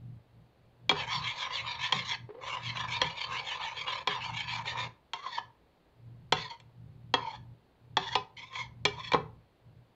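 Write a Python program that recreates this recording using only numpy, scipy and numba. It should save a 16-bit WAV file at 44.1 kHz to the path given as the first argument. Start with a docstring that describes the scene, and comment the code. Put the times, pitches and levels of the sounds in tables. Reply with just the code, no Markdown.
"""A low hum swells and fades in a small quiet room; then, close by, a metal spoon stirs thick cream.
Its edge chatters over the bottom of the bowl in quick strokes and later scoops slowly up the wall:
stick-slip friction drives the resonances of spoon and bowl. Knocks on the wall excite modes that the
cream soon damps, and the bowl shudders and thumps on its stand. The cream itself ticks as it lets go
of the spoon and plops where pockets of air open."""
import sys
import numpy as np
from scipy import signal
from scipy.fft import rfft, irfft
from scipy.io import wavfile
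from scipy.ndimage import uniform_filter1d, map_coordinates
from numba import njit

SR = 44100
rng = np.random.default_rng(int(sys.argv[2]) if len(sys.argv) > 2 else 0)


def int16_out(signal):
    """Quantize to a 16-bit WAV file."""
    q = np.round(np.clip(np.atleast_2d(signal).T, -1, 1) * 32767)
    wavfile.write(sys.argv[1], SR, q.astype(np.int16))


N = 438781
TIME = np.arange(N) / SR

# Swells of the hum. Each row: start in seconds, end in seconds, level in dB.
HUM_SWELLS = [(0, .16, -48.5), (.37, .42, -53.5), (.63, .68, -61), (.88, 1.28, -49.5), (1.6, 1.84, -52.5),
              (1.92, 2.25, -54), (2.48, 2.62, -59), (2.68, 3.1, -48.5), (3.3, 3.35, -52.5),
              (3.41, 3.49, -66), (3.73, 3.97, -63), (4.18, 4.66, -50), (4.72, 4.87, -49),
              (5.34, 5.48, -63.5), (6.06, 6.43, -51.5), (6.64, 6.68, -56.5), (6.81, 7.24, -51.5),
              (7.38, 7.52, -50.5), (7.87, 7.96, -53.5), (8.1, 8.2, -51), (8.37, 8.44, -58.5),
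              (8.63, 9.38, -51.5), (9.68, 9.79, -57)]
# Partials of the hum. Each row: frequency in Hz, relative level in dB.
HUM_PARTIALS = [(86, -17.5), (118, 2.5), (167, -10), (215.5, -15), (264, -22), (317, -24.5), (366, -28)]
# Spectra of the bowl's shudder, the room's air, the crack of contact and the grit of the scrape.
# Each row: frequency in Hz, relative gain in dB.
SHUDDER_SPECTRUM = [(25, -10), (45, -10), (60, -0.5), (90, 5), (115, -3), (150, 6.5), (200, -11.5),
                    (280, -15), (450, -57.5)]
AIR_SPECTRUM = [(25, -19.5), (45, -16), (60, -8), (85, -12), (120, -12.5), (210, -16), (480, -16.5),
                (950, -22), (1300, -28), (4400, -35), (5500, -47.5), (8500, -50), (15500, -50.5)]
CRACK_SPECTRUM = [(100, -9), (400, 6), (4000, 11), (5500, 1.5), (7000, -2), (8200, -15), (10500, -22),
                  (13000, -33), (15000, -25.5)]
GRIT_SPECTRUM = [(3800, -18), (4700, -1.5), (5500, 6.5), (6300, -1), (7100, 1.5), (7700, -14.5),
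                 (8500, -30.5), (10500, -33.5), (13000, -44), (15000, -45)]
# Blows of the spoon on the wall. Each row: start in seconds, strength in dB, heft in dB, hardness in dB,
# thud frequency in Hz, upper and lower spoon ring in dB. Later levels are relative to the strength.
KNOCKS = [(0.8937, -28, -6, -0.5, 273, 4.5, -1), (0.9126, -28.5, -4, -12.5, 283, -9.5, -16),
          (1.9234, -29.5, -13.5, -0.5, 522, 3, -8), (2.111, -43, -15, -9, 447, 4, 2),
          (2.771, -48.5, -12, -14, 440, 2, 6), (3.016, -27.5, -7, -1.5, 505, -1.5, -16),
          (3.769, -49, -11, -5, 450, 2, -2), (3.879, -40, -15, -13, 460, -12, -12),
          (4.073, -27.5, -11.5, -8.5, 442, -6.5, -8.5), (4.656, -44, -10.5, -9.5, 447, -8.5, -10.5),
          (5.134, -36.5, -18, -3, 413, -7.5, -21.5), (5.262, -44, -25, -18, 480, -11.5, -14.5),
          (5.381, -39.5, -15, -24.5, 480, -10.5, -32), (6.323, -22.5, -5, -5, 530, -14.5, -12.5),
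          (6.6001, -63.5, -8, 6, 500, -3, -10), (7.1393, -24, -7, -9.5, 259, -3, -23),
          (7.969, -24, -11.5, -9, 573, -10, -18), (8.153, -24.5, -10.5, -7.5, 517, -15.5, -16),
          (8.529, -56, -14, -5, 484, -6, -11), (8.556, -45.5, -20.5, -8, 483, -1, -0.5),
          (8.852, -27, -3, 2, 410, -3, 0), (9.1183, -33.5, -12, -8, 450, -16, 0),
          (9.134, -26, -4.5, -14.5, 520, -13, -16.5), (9.144, -21.5, -2.5, -36, 550, -39, -22)]
# Modes of the filled bowl. Each row: frequency in Hz, relative level in dB, 60 dB decay time in seconds.
BOWL_MODES = [(154, -8, 0.21), (195, -17, 0.04), (277, -6, 0.07), (412.6, -8, 0.13), (499.6, 3, 0.038),
              (764, -2.5, 0.092), (856, 10.5, 0.028), (965.5, 18, 0.023), (1054, 1.5, 0.086),
              (1228, -3, 0.059), (1424, -19.5, 0.089), (1806, 0.5, 0.031), (1925, 6, 0.03),
              (2010, 0, 0.057), (2120, -8.5, 0.057), (2630, -7.5, 0.18), (2840, 4, 0.025), (3450, 8, 0.041),
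              (3750, -6, 0.064), (4150, -12, 0.04), (4220, -1, 0.065), (4680, -9, 0.01),
              (5500, -5.5, 0.063), (6090, -3, 0.037), (6564, -9, .035), (6930, -1, 0.022)]
# Edges in Hz of a knock's four bands: thud, middle, clack and tick.
KNOCK_EDGES_HZ = [110, 630, 1480, 4750, 16000]
# The spoon's upper and lower ringing modes in Hz.
SPOON_RINGS_HZ = (3277, 2330)
# Thumps of the stand, mostly just after a knock. Each row: time of the peak in seconds, level in dB.
THUMPS = [(0.93, -55), (1.169, -40), (1.955, -37.5), (3.05, -44.5), (4.1, -48), (6.35, -46), (7.17, -46),
          (8.0, -45.5), (8.18, -50), (8.875, -48), (9.17, -35)]
# Quick strokes over the bottom. Each row: start and end in seconds, hardest press as a share of the
# stroke, scrape and grit in relative dB, fullest bowl note as a share of the stroke, bowl note and
# low rub in relative dB, spoon resonance in Hz.
STROKES = [(0.95, 1.062, 0.53, -37, -55.5, 0.11, -41.5, -49, 3200),
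           (1.07, 1.214, 0.41, -35.0, -48, 0.55, -38.5, -63.5, 3440),
           (1.212, 1.345, 0.49, -35, -55, 0.15, -44, -61.5, 3275),
           (1.351, 1.495, 0.59, -37, -51.5, 1, -42.5, -56, 3385),
           (1.484, 1.638, 0.59, -35.5, -54.5, 0.088, -45, -53, 3040),
           (1.632, 1.782, 0.41, -38.5, -59, 0.13, -43.5, -61, 3445),
           (1.787, 1.895, 0.65, -33, -50.5, 0.71, -42.5, -68, 2940),
           (1.906, 2.038, 0.7, -37.0, -52, 0.15, -43, -52.5, 3296),
           (2.037, 2.162, 0.8, -35.5, -49, 0.72, -46, -70, 3240),
           (2.416, 2.609, 0.56, -40.5, -56.5, 0.73, -41.5, -53, 2890),
           (2.61, 2.73, 0.75, -38, -56, 0.97, -50, -65, 2910),
           (2.73, 2.869, 0.51, -39.5, -56, 0.8, -41, -60, 3284),
           (2.87, 2.994, 0.65, -35.0, -52.5, 1, -43, -58.5, 3270),
           (2.998, 3.148, 0.22, -39, -60, 0.15, -43, -54, 3210),
           (3.15, 3.28, 0.57, -37.5, -59.5, 0.92, -46, -58, 3270),
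           (3.282, 3.427, 0.7, -37.5, -55.5, 0.22, -41, -53, 2990),
           (3.426, 3.59, 0.54, -38, -55.5, 1, -45, -55.5, 3037),
           (3.587, 3.75, 0.26, -39.5, -57.5, 0.072, -42, -58.5, 2960),
           (3.753, 3.86, 0.42, -38.5, -57, 1, -49, -57, 3067),
           (3.857, 4.027, 0.15, -37.5, -57, 0.086, -41, -51.5, 3484),
           (4.078, 4.2, 0.17, -37, -58.5, 1, -40.5, -55, 3404),
           (4.197, 4.318, 0.2, -39.5, -57, 1, -43, -64, 3033),
           (4.32, 4.456, 0.63, -36.5, -56, 0.1, -47.5, -68.5, 3270),
           (4.459, 4.625, 0.29, -37.5, -55, 0.85, -41.5, -70, 3274),
           (4.65, 4.751, 0.44, -36, -54, 0.97, -39.5, -51.5, 3420),
           (4.738, 4.875, 0.49, -37.5, -55, 0.15, -40, -52, 3435)]
# Resonances driven by scraping, and the high ones of the spoon that colour the grit.
# Each row: frequency in Hz, bandwidth in Hz, relative level in dB.
SCRAPE_MODES = [(1718, 101, -3), (2057, 88, -5.5), (2284, 79, 0), (2606, 63, -5), (2863, 58, -4.5),
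                (3090, 26, -7), (3562, 42, -5), (4050, 130, -10), (4470, 110, -9)]
GRIT_MODES = [(4960, 100, 4), (5450, 150, 4.5), (6130, 230, -3), (5900, 150, 0.5), (6440, 150, 3.5),
              (7450, 170, 1), (8400, 160, -7.5)]
# Air pockets opening in the cream. Each row: start in seconds, starting pitch in Hz, level in dB.
PLOPS = [(2.289, 401, -42), (2.34, 440, -40.5), (2.379, 497, -43), (2.432, 524, -45)]
# Slow scoops up the wall, one list each. Each row: time in seconds, scrape and bowl note in relative dB,
# then spoon resonance, wall resonance and bowl note in Hz.
SCOOPS = [
    [(5.15, -51, -49.5, 3505, 2220, 904), (5.224, -55, -47.5, 3250, 1926, 1120),
     (5.268, -46.5, -37.5, 3340, 2065, 1040), (5.3, -49.5, -48, 3470, 1940, 963),
     (5.364, -38.5, -47.5, 3510, 1760, 860), (5.386, -41.5, -32, 3030, 1720, 977),
     (5.416, -62.5, -74, 3110, 1720, 1000), (5.45, -67, -64, 3070, 1760, 966)],
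    [(6.37, -39.5, -40.5, 3420, 1920, 884), (6.41, -40.5, -48.5, 3450, 2030, 895),
     (6.438, -43.5, -54, 3500, 1955, 958), (6.464, -45, -44.5, 3500, 1790, 966),
     (6.492, -58, -56, 3310, 1888, 963), (6.502, -45, -53, 3230, 2010, 950),
     (6.518, -47, -41.5, 3220, 2040, 953), (6.58, -73, -68, 3040, 2090, 970)],
    [(7.18, -55.5, -37, 3260, 2302, 1030), (7.214, -51, -42, 3280, 2300, 1010),
     (7.288, -48, -36.5, 3130, 2240, 1010), (7.308, -49.5, -50, 3180, 2250, 997),
     (7.34, -52.5, -44, 3390, 1665, 980), (7.354, -47, -42, 3390, 1685, 986),
     (7.38, -65.5, -61.5, 3330, 1666, 960), (7.4, -73, -67, 3340, 1740, 960)],
    [(8.0, -43.5, -43, 3440, 2130, 1005), (8.048, -43.5, -47, 3480, 2080, 1054),
     (8.064, -44, -42, 3410, 1920, 960), (8.076, -39, -43.5, 3400, 1830, 940),
     (8.108, -42, -45, 3380, 1780, 890), (8.135, -39, -42, 3300, 2070, 949)],
    [(8.373, -46, -62, 3110, 2200, 910), (8.433, -48, -52, 3390, 2290, 996),
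     (8.491, -59.5, -65, 3620, 2070, 994), (8.525, -55.5, -49, 3310, 1830, 940),
     (8.555, -40, -49.5, 3340, 2012, 974), (8.575, -41.5, -41.5, 3360, 2097, 920),
     (8.615, -37, -42, 3300, 2197, 997), (8.68, -68.5, -64, 3320, 1970, 890)],
    [(8.92, -56.5, -54, 3310, 2300, 980), (8.96, -54, -50, 3300, 2300, 974),
     (8.986, -49, -37.5, 3570, 2010, 946), (9.004, -47, -44.5, 3430, 1970, 1004),
     (9.078, -40.5, -56.5, 3370, 1890, 990), (9.1, -53, -49.5, 3390, 1854, 972)],
]


def undb(db):
    """Amplitude grows tenfold with every 20 dB."""
    return 10 ** (np.asarray(db) / 20)


def unit(x):
    """Normalisation to an rms of 1."""
    return x / np.sqrt(np.mean(x ** 2) + 1e-20)


def steady(x):
    """Division by the running 40 ms rms holds the level near 1 while the spectrum varies."""
    return x / np.sqrt(uniform_filter1d(x ** 2, SR // 25) + 1e-9)


def colour(x, points):
    """Minimum-phase filtering: a folded cepstrum gives a causal response through (Hz, dB) points."""
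    hz, db = np.transpose(points)
    size = 8192
    grid_hz = np.maximum(np.arange(size // 2 + 1) * SR / size, 1)
    gain = undb(np.interp(np.log(grid_hz), np.log(hz), db))
    cepstrum = irfft(np.log(gain))
    cepstrum[1:size // 2] *= 2
    cepstrum[size // 2 + 1:] = 0
    return signal.fftconvolve(x, irfft(np.exp(rfft(cepstrum))))[:len(x)]


def band(x, lo_hz, hi_hz, order=3):
    """Band-pass filtering between two edges."""
    return signal.sosfilt(signal.butter(order, [lo_hz, hi_hz], "band", fs=SR, output="sos"), x)


@njit
def resonate(x, hz, width_hz):
    """A driven, damped oscillator: a state-variable band-pass tuned anew at each sample."""
    out, band_state, low_state = np.empty(len(x)), 0., 0.
    for i in range(len(x)):
        tuning, damping = np.tan(np.pi * hz[i] / SR), width_hz / hz[i]
        velocity = (band_state + tuning * (x[i] + 1e-18 - low_state)) / (1 + tuning * (tuning + damping))
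        band_state = 2 * velocity - band_state
        low_state += 2 * tuning * velocity
        out[i] = damping * velocity
    return out


def sing(x, hz, stage_width_hz):
    """Two equal resonators in cascade give a peak with steep sides, at rms 1."""
    centre_hz = hz * np.ones(N)
    return unit(resonate(resonate(x, centre_hz, stage_width_hz), centre_hz, stage_width_hz))


def wander(per_s):
    """Smooth random modulation with a spread near 1."""
    coarse = TIME[::64]
    drift = map_coordinates(rng.standard_normal(4096), [coarse * per_s], order=2, mode="wrap")
    return np.interp(TIME, coarse, drift)


def curves(rows):
    """Linear interpolation of (seconds, value, ..) rows, one curve for each value column."""
    times, *columns = np.transpose(rows)
    return [np.interp(TIME, times, column) for column in columns]


def swells(rows, rise_db_per_s, fall_db_per_s):
    """Exponential rise and decay around each held (start, end, dB) row; the loudest prevails."""
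    t = TIME[::64]
    each_db = [db - rise_db_per_s * np.maximum(start - t, 0) - fall_db_per_s * np.maximum(t - end, 0)
               for start, end, db in rows]
    return np.interp(TIME, t, undb(np.max(each_db, axis=0)))


def hum(swell):
    """Amplitude modulation: low, slightly unsteady partials swell and fade together."""
    partials = 0
    for hz, db in HUM_PARTIALS:
        gain = undb(db + 1.3 * wander(12))
        phase = 2 * np.pi * np.cumsum(hz + 1.5 * wander(18)) / SR
        partials += gain * np.sin(phase)
    return unit(partials) * swell * undb(3.06 * wander(12))


def shudder(hum_swell):
    """Forced vibration of the bowl on its stand: shares from hum, strokes and knocks add in power."""
    strokes = [(start, end, -62.5) for start, end, *_ in STROKES]
    thuds = [(start, start, db + heft_db - 16.5) for start, db, heft_db, *_ in KNOCKS]
    pushed = swells(strokes, rise_db_per_s=300, fall_db_per_s=133.5)
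    jolted = swells(thuds, rise_db_per_s=3000, fall_db_per_s=133.5)
    gain = np.sqrt((hum_swell * undb(-5.5)) ** 2 + pushed ** 2 + jolted ** 2)
    return unit(colour(rng.standard_normal(N), SHUDDER_SPECTRUM)) * gain


def air():
    """Stationary noise: the faint, even background of the room."""
    return unit(colour(rng.standard_normal(N), AIR_SPECTRUM)) * undb(-60.5 - 6)


def knock(bands_db, thud_hz, rings_db):
    """Impulse response: one blow gives a short crack and damped free vibration of bowl and spoon."""
    t = np.arange(SR // 3) / SR
    build_cycles, crack_t60_s = 3, .018

    def ring(hz, t60_s):
        """A mode builds over a few cycles, so low ones speak late, then decays exponentially."""
        onset = 1 - np.exp(-t * hz / build_cycles)
        return onset * undb(-60 * t / t60_s) * np.sin(2 * np.pi * hz * t)

    def unit_attack(x):
        """Normalisation of the first 20 ms to an rms of 1."""
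        return x / np.sqrt(np.mean(x[:SR // 50] ** 2) + 1e-20)

    modes = 0
    for hz, db, t60_s in BOWL_MODES:
        side, size, detune = rng.standard_normal(3)
        # The place of the blow favours modes near the thud; the cream shifts every mode a little.
        favour_db = 6.5 * np.exp(-(np.log(hz / thud_hz) / .15) ** 2)
        modes += np.sign(side) * undb(db + favour_db + 2.1 * size) * ring(hz * (1 + .035 * detune), t60_s)
    crack = colour(rng.standard_normal(len(t)) * undb(-60 * t / crack_t60_s), CRACK_SPECTRUM)
    blow = unit_attack(modes) + undb(-3.5) * unit_attack(crack)
    bowl = sum(undb(db) * unit_attack(band(blow, lo, hi))
               for db, lo, hi in zip(bands_db, KNOCK_EDGES_HZ, KNOCK_EDGES_HZ[1:]))
    # The spoon's load of cream differs from blow to blow.
    loaded_hz = np.array(SPOON_RINGS_HZ) * (1 + .007 * rng.standard_normal(2))
    spoon = sum(undb(db) * unit_attack(ring(hz, t60_s=.042)) for hz, db in zip(loaded_hz, rings_db))
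    return bowl + spoon


def knocks():
    """Impacts on the wall: heft sets the low thud, hardness the clack and tick above it."""
    out = np.zeros(N + SR)
    for start_s, db, heft_db, hard_db, thud_hz, upper_db, lower_db in KNOCKS:
        bands_db = db + np.array([heft_db, 0, .51 * hard_db, hard_db - 12.5])
        blow = knock(bands_db, thud_hz, rings_db=(db + upper_db, db + lower_db))
        start = int(start_s * SR)
        out[start:start + len(blow)] += blow
    return out[:N]


def thumps():
    """Low resonance: the stand rocks and answers in brief swells of narrow-band noise."""
    jolted = swells([(s, s, db) for s, db in THUMPS], rise_db_per_s=649, fall_db_per_s=221)
    return steady(sing(rng.standard_normal(N), hz=154, stage_width_hz=34)) * jolted


def per_stroke(values):
    """A moving average blends each stroke's held value into the next."""
    corners = [(s, value) for (start, end, *_), value in zip(STROKES, values) for s in (start, end)]
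    return uniform_filter1d(curves(corners)[0], SR // 50)


def slack(crest_shares=.5):
    """Parabolic easing of the hand: 1 at the turns, 0 at each stroke's crest."""
    shares = np.clip(crest_shares, .1, .9) * np.ones(len(STROKES))
    corners = []
    for (start, end, *_), share in zip(STROKES, shares):
        corners += [(start, 1), (start + share * (end - start), 0), (end, 1)]
    return curves(sorted(corners))[0] ** 2


def contact(spans, lead_s, release_s):
    """Friction needs contact: a gate of 1 with the spoon on the bowl, 0 with it lifted."""
    gates = sum(np.interp(TIME, [start - lead_s, start, end, end + release_s], [0, 1, 1, 0])
                for start, end in spans)
    return np.minimum(gates, 1)


def slips(per_s, scatter_db, hiss):
    """Stick-slip friction: dense random impulses of unequal size over a smooth rub."""
    happens = rng.random(N) < per_s / SR
    sizes = rng.choice([-1, 1], N) * undb(scatter_db * np.clip(rng.standard_normal(N), -2, 2))
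    return unit(unit(happens * sizes) + hiss * rng.standard_normal(N))


def sliding_modes(friction, modes, bend, wander_per_s):
    """A sliding contact bends the modes together; each swells and fades as the edge crosses its nodes."""
    out = 0
    for k, (hz, width_hz, db) in enumerate(modes):
        gain = (-1) ** k * undb(db + 4.5 * wander(wander_per_s))
        bent_hz = hz * bend * (1 + .018 * wander(wander_per_s))
        out += gain * resonate(friction, bent_hz, width_hz)
    return unit(out)


def scrape(friction, leading, spoon_hz, note_hz, *, edge_db, note_db, rub_db, grit_db,
           crowd_db, note_width_hz, wander_per_s):
    """Forced resonance: friction adds a crowd of modes, bowl note, rub and grit to the leading tones."""
    bend = (spoon_hz / np.median(spoon_hz)) ** .33
    crowd = sliding_modes(friction, SCRAPE_MODES, bend, wander_per_s)
    edge = unit(leading) + undb(crowd_db) * crowd
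    note = resonate(friction, note_hz * (1 + .051 * wander(wander_per_s)), note_width_hz)
    rub = resonate(friction, 525 * (1 + .046 * wander(wander_per_s)), width_hz=56)
    grit = sliding_modes(friction, GRIT_MODES, bend, wander_per_s) + undb(2) * friction
    return (steady(band(edge, 1700, 5300)) * undb(edge_db - 1.5)
            + steady(band(note, 770, 1400, order=2)) * undb(note_db - .83)
            + steady(band(rub, 320, 800, order=2)) * undb(rub_db - 3)
            + steady(colour(grit, GRIT_SPECTRUM)) * undb(grit_db + 1))


def stirring():
    """Friction follows pressure and speed: each quick stroke swells, then sinks as the spoon turns."""
    start, end, press_at, scrape_db, grit_db, note_at, note_db, rub_db, spoon_hz = np.transpose(STROKES)
    turn_hz, first_note_hz, sag_hz_per_s = 3216, 1027, 15.7
    eased = slack(press_at)
    pressed_hz = per_stroke(spoon_hz)
    sliding_hz = (pressed_hz + (turn_hz - pressed_hz) * eased) * (1 + .073 * wander(25))
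    note_hz = (first_note_hz - sag_hz_per_s * TIME) * (1 + .036 * wander(11))
    friction = slips(per_s=1100, scatter_db=1.5, hiss=.52) * undb(2.1 * wander(70))
    # Hard pressing lifts the spoon's resonance out of the crowd of modes.
    leading = sing(friction, sliding_hz, 340) * undb(-10.5 * eased)
    sound = scrape(friction, leading, sliding_hz, note_hz,
                   edge_db=per_stroke(scrape_db) + 2.54 - 15 * eased,
                   note_db=per_stroke(note_db) + 2.84 - 9 * slack(note_at),
                   rub_db=per_stroke(rub_db) + 1.5 - 2 * eased,
                   grit_db=per_stroke(grit_db) + .4 - 15.5 * slack(),  # fastest at mid-stroke
                   crowd_db=9, note_width_hz=97, wander_per_s=17)
    return sound * contact(zip(start, end), lead_s=.016, release_s=.0078)


def crackle():
    """Adhesion gives way: small sticky ticks sound where the cream lets go of the moving spoon."""
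    ticks_per_s, scatter_db, decay_s = 12, 4.5, .002
    t = np.arange(SR // 50) / SR
    tick = colour(rng.standard_normal(len(t)) * np.exp(-t / decay_s), CRACK_SPECTRUM)
    happens = rng.random(N) < ticks_per_s / SR
    sizes = undb(scatter_db * np.clip(rng.standard_normal(N), -2, 2))
    moving = contact([row[:2] for row in STROKES], lead_s=.01, release_s=.01) * (1 - slack())
    return unit(signal.fftconvolve(happens * sizes, tick)[:N]) * moving * undb(-59)


def plops():
    """Cavity resonance: air pockets open in the cream as damped, rising notes, each with a wet squelch."""
    rise_s, decay_s, glide_per_s = .0019, .022, 2.4
    out = np.zeros(N + SR)
    t = np.arange(SR // 8) / SR
    envelope = (1 - np.exp(-t / rise_s)) * np.exp(-t / decay_s)
    envelope /= envelope.max()
    for start_s, hz, db in PLOPS:
        note = np.sin(2 * np.pi * hz * t * (1 + glide_per_s * t / 2))
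        spectrum = [(200, -15), (hz, 0), (700, -10), (1000, -6),
                    (1400, -20), (2000, -18), (4500, -35), (8000, -70)]
        squelch = unit(colour(rng.standard_normal(len(t)), spectrum))
        start = int(start_s * SR)
        out[start:start + len(t)] += undb(db) * envelope * (note + undb(-9.5) * squelch)
    return out[:N] * undb(3.9 * wander(150))


def scooping():
    """Sliding friction up the wall: in each slow drag three gliding resonances stand clear by turns."""
    scrape_db, note_db, spoon_hz, wall_hz, note_hz = curves([row for scoop in SCOOPS for row in scoop])
    friction = slips(per_s=3600, scatter_db=3.5, hiss=.78) * undb(3 * wander(71))
    wall = undb(-2 + 3 * wander(10)) * sing(friction, wall_hz, 150)
    top = undb(-10 + 2.8 * wander(11)) * sing(friction, 4350 * (1 + .02 * wander(11)), 250)
    leading = sing(friction, spoon_hz, 270) + wall + top
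    sound = scrape(friction, leading, spoon_hz, note_hz,
                   edge_db=scrape_db + .94, grit_db=scrape_db - 17.5,
                   note_db=note_db - .34, rub_db=note_db - 17,
                   crowd_db=-3, note_width_hz=40, wander_per_s=9)
    spans = [(scoop[0][0], scoop[-1][0]) for scoop in SCOOPS]
    return sound * contact(spans, lead_s=.008, release_s=.037)


def room(x, wet_db, low_t60_s, high_t60_s, delay_s):
    """Reverberation of a furnished room: a short diffuse tail in which the treble dies first."""
    t = np.arange(SR // 2) / SR
    noise = rng.standard_normal(len(t))
    low = band(noise, 80, 1500) * undb(-60 * t / low_t60_s)
    high = band(noise, 1500, 6800, order=5) * undb(-60 * t / high_t60_s)
    tail = (low + high) * np.clip(t / delay_s - 1, 0, 1)
    return x + undb(wet_db) * signal.fftconvolve(x, tail / np.linalg.norm(tail))[:N]


def scene():
    """Superposition: spoon, cream and bowl reverberate over the hum, the stand and the air."""
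    direct = stirring() + scooping() + knocks() + plops() + crackle()
    in_room = room(direct, wet_db=-15.5, low_t60_s=.32, high_t60_s=.23, delay_s=.0017)
    hum_swell = swells(HUM_SWELLS, rise_db_per_s=194.5, fall_db_per_s=237.5)
    return (in_room + hum(hum_swell) + shudder(hum_swell) + thumps() + air())[None]


def record(dry):
    """Band limiting: a steep low-pass removes the treble above 15.5 kHz."""
    return signal.sosfilt(signal.ellip(8, .2, 70, 15500, fs=SR, output="sos"), dry)


dry = scene()
out = record(dry)
int16_out(out)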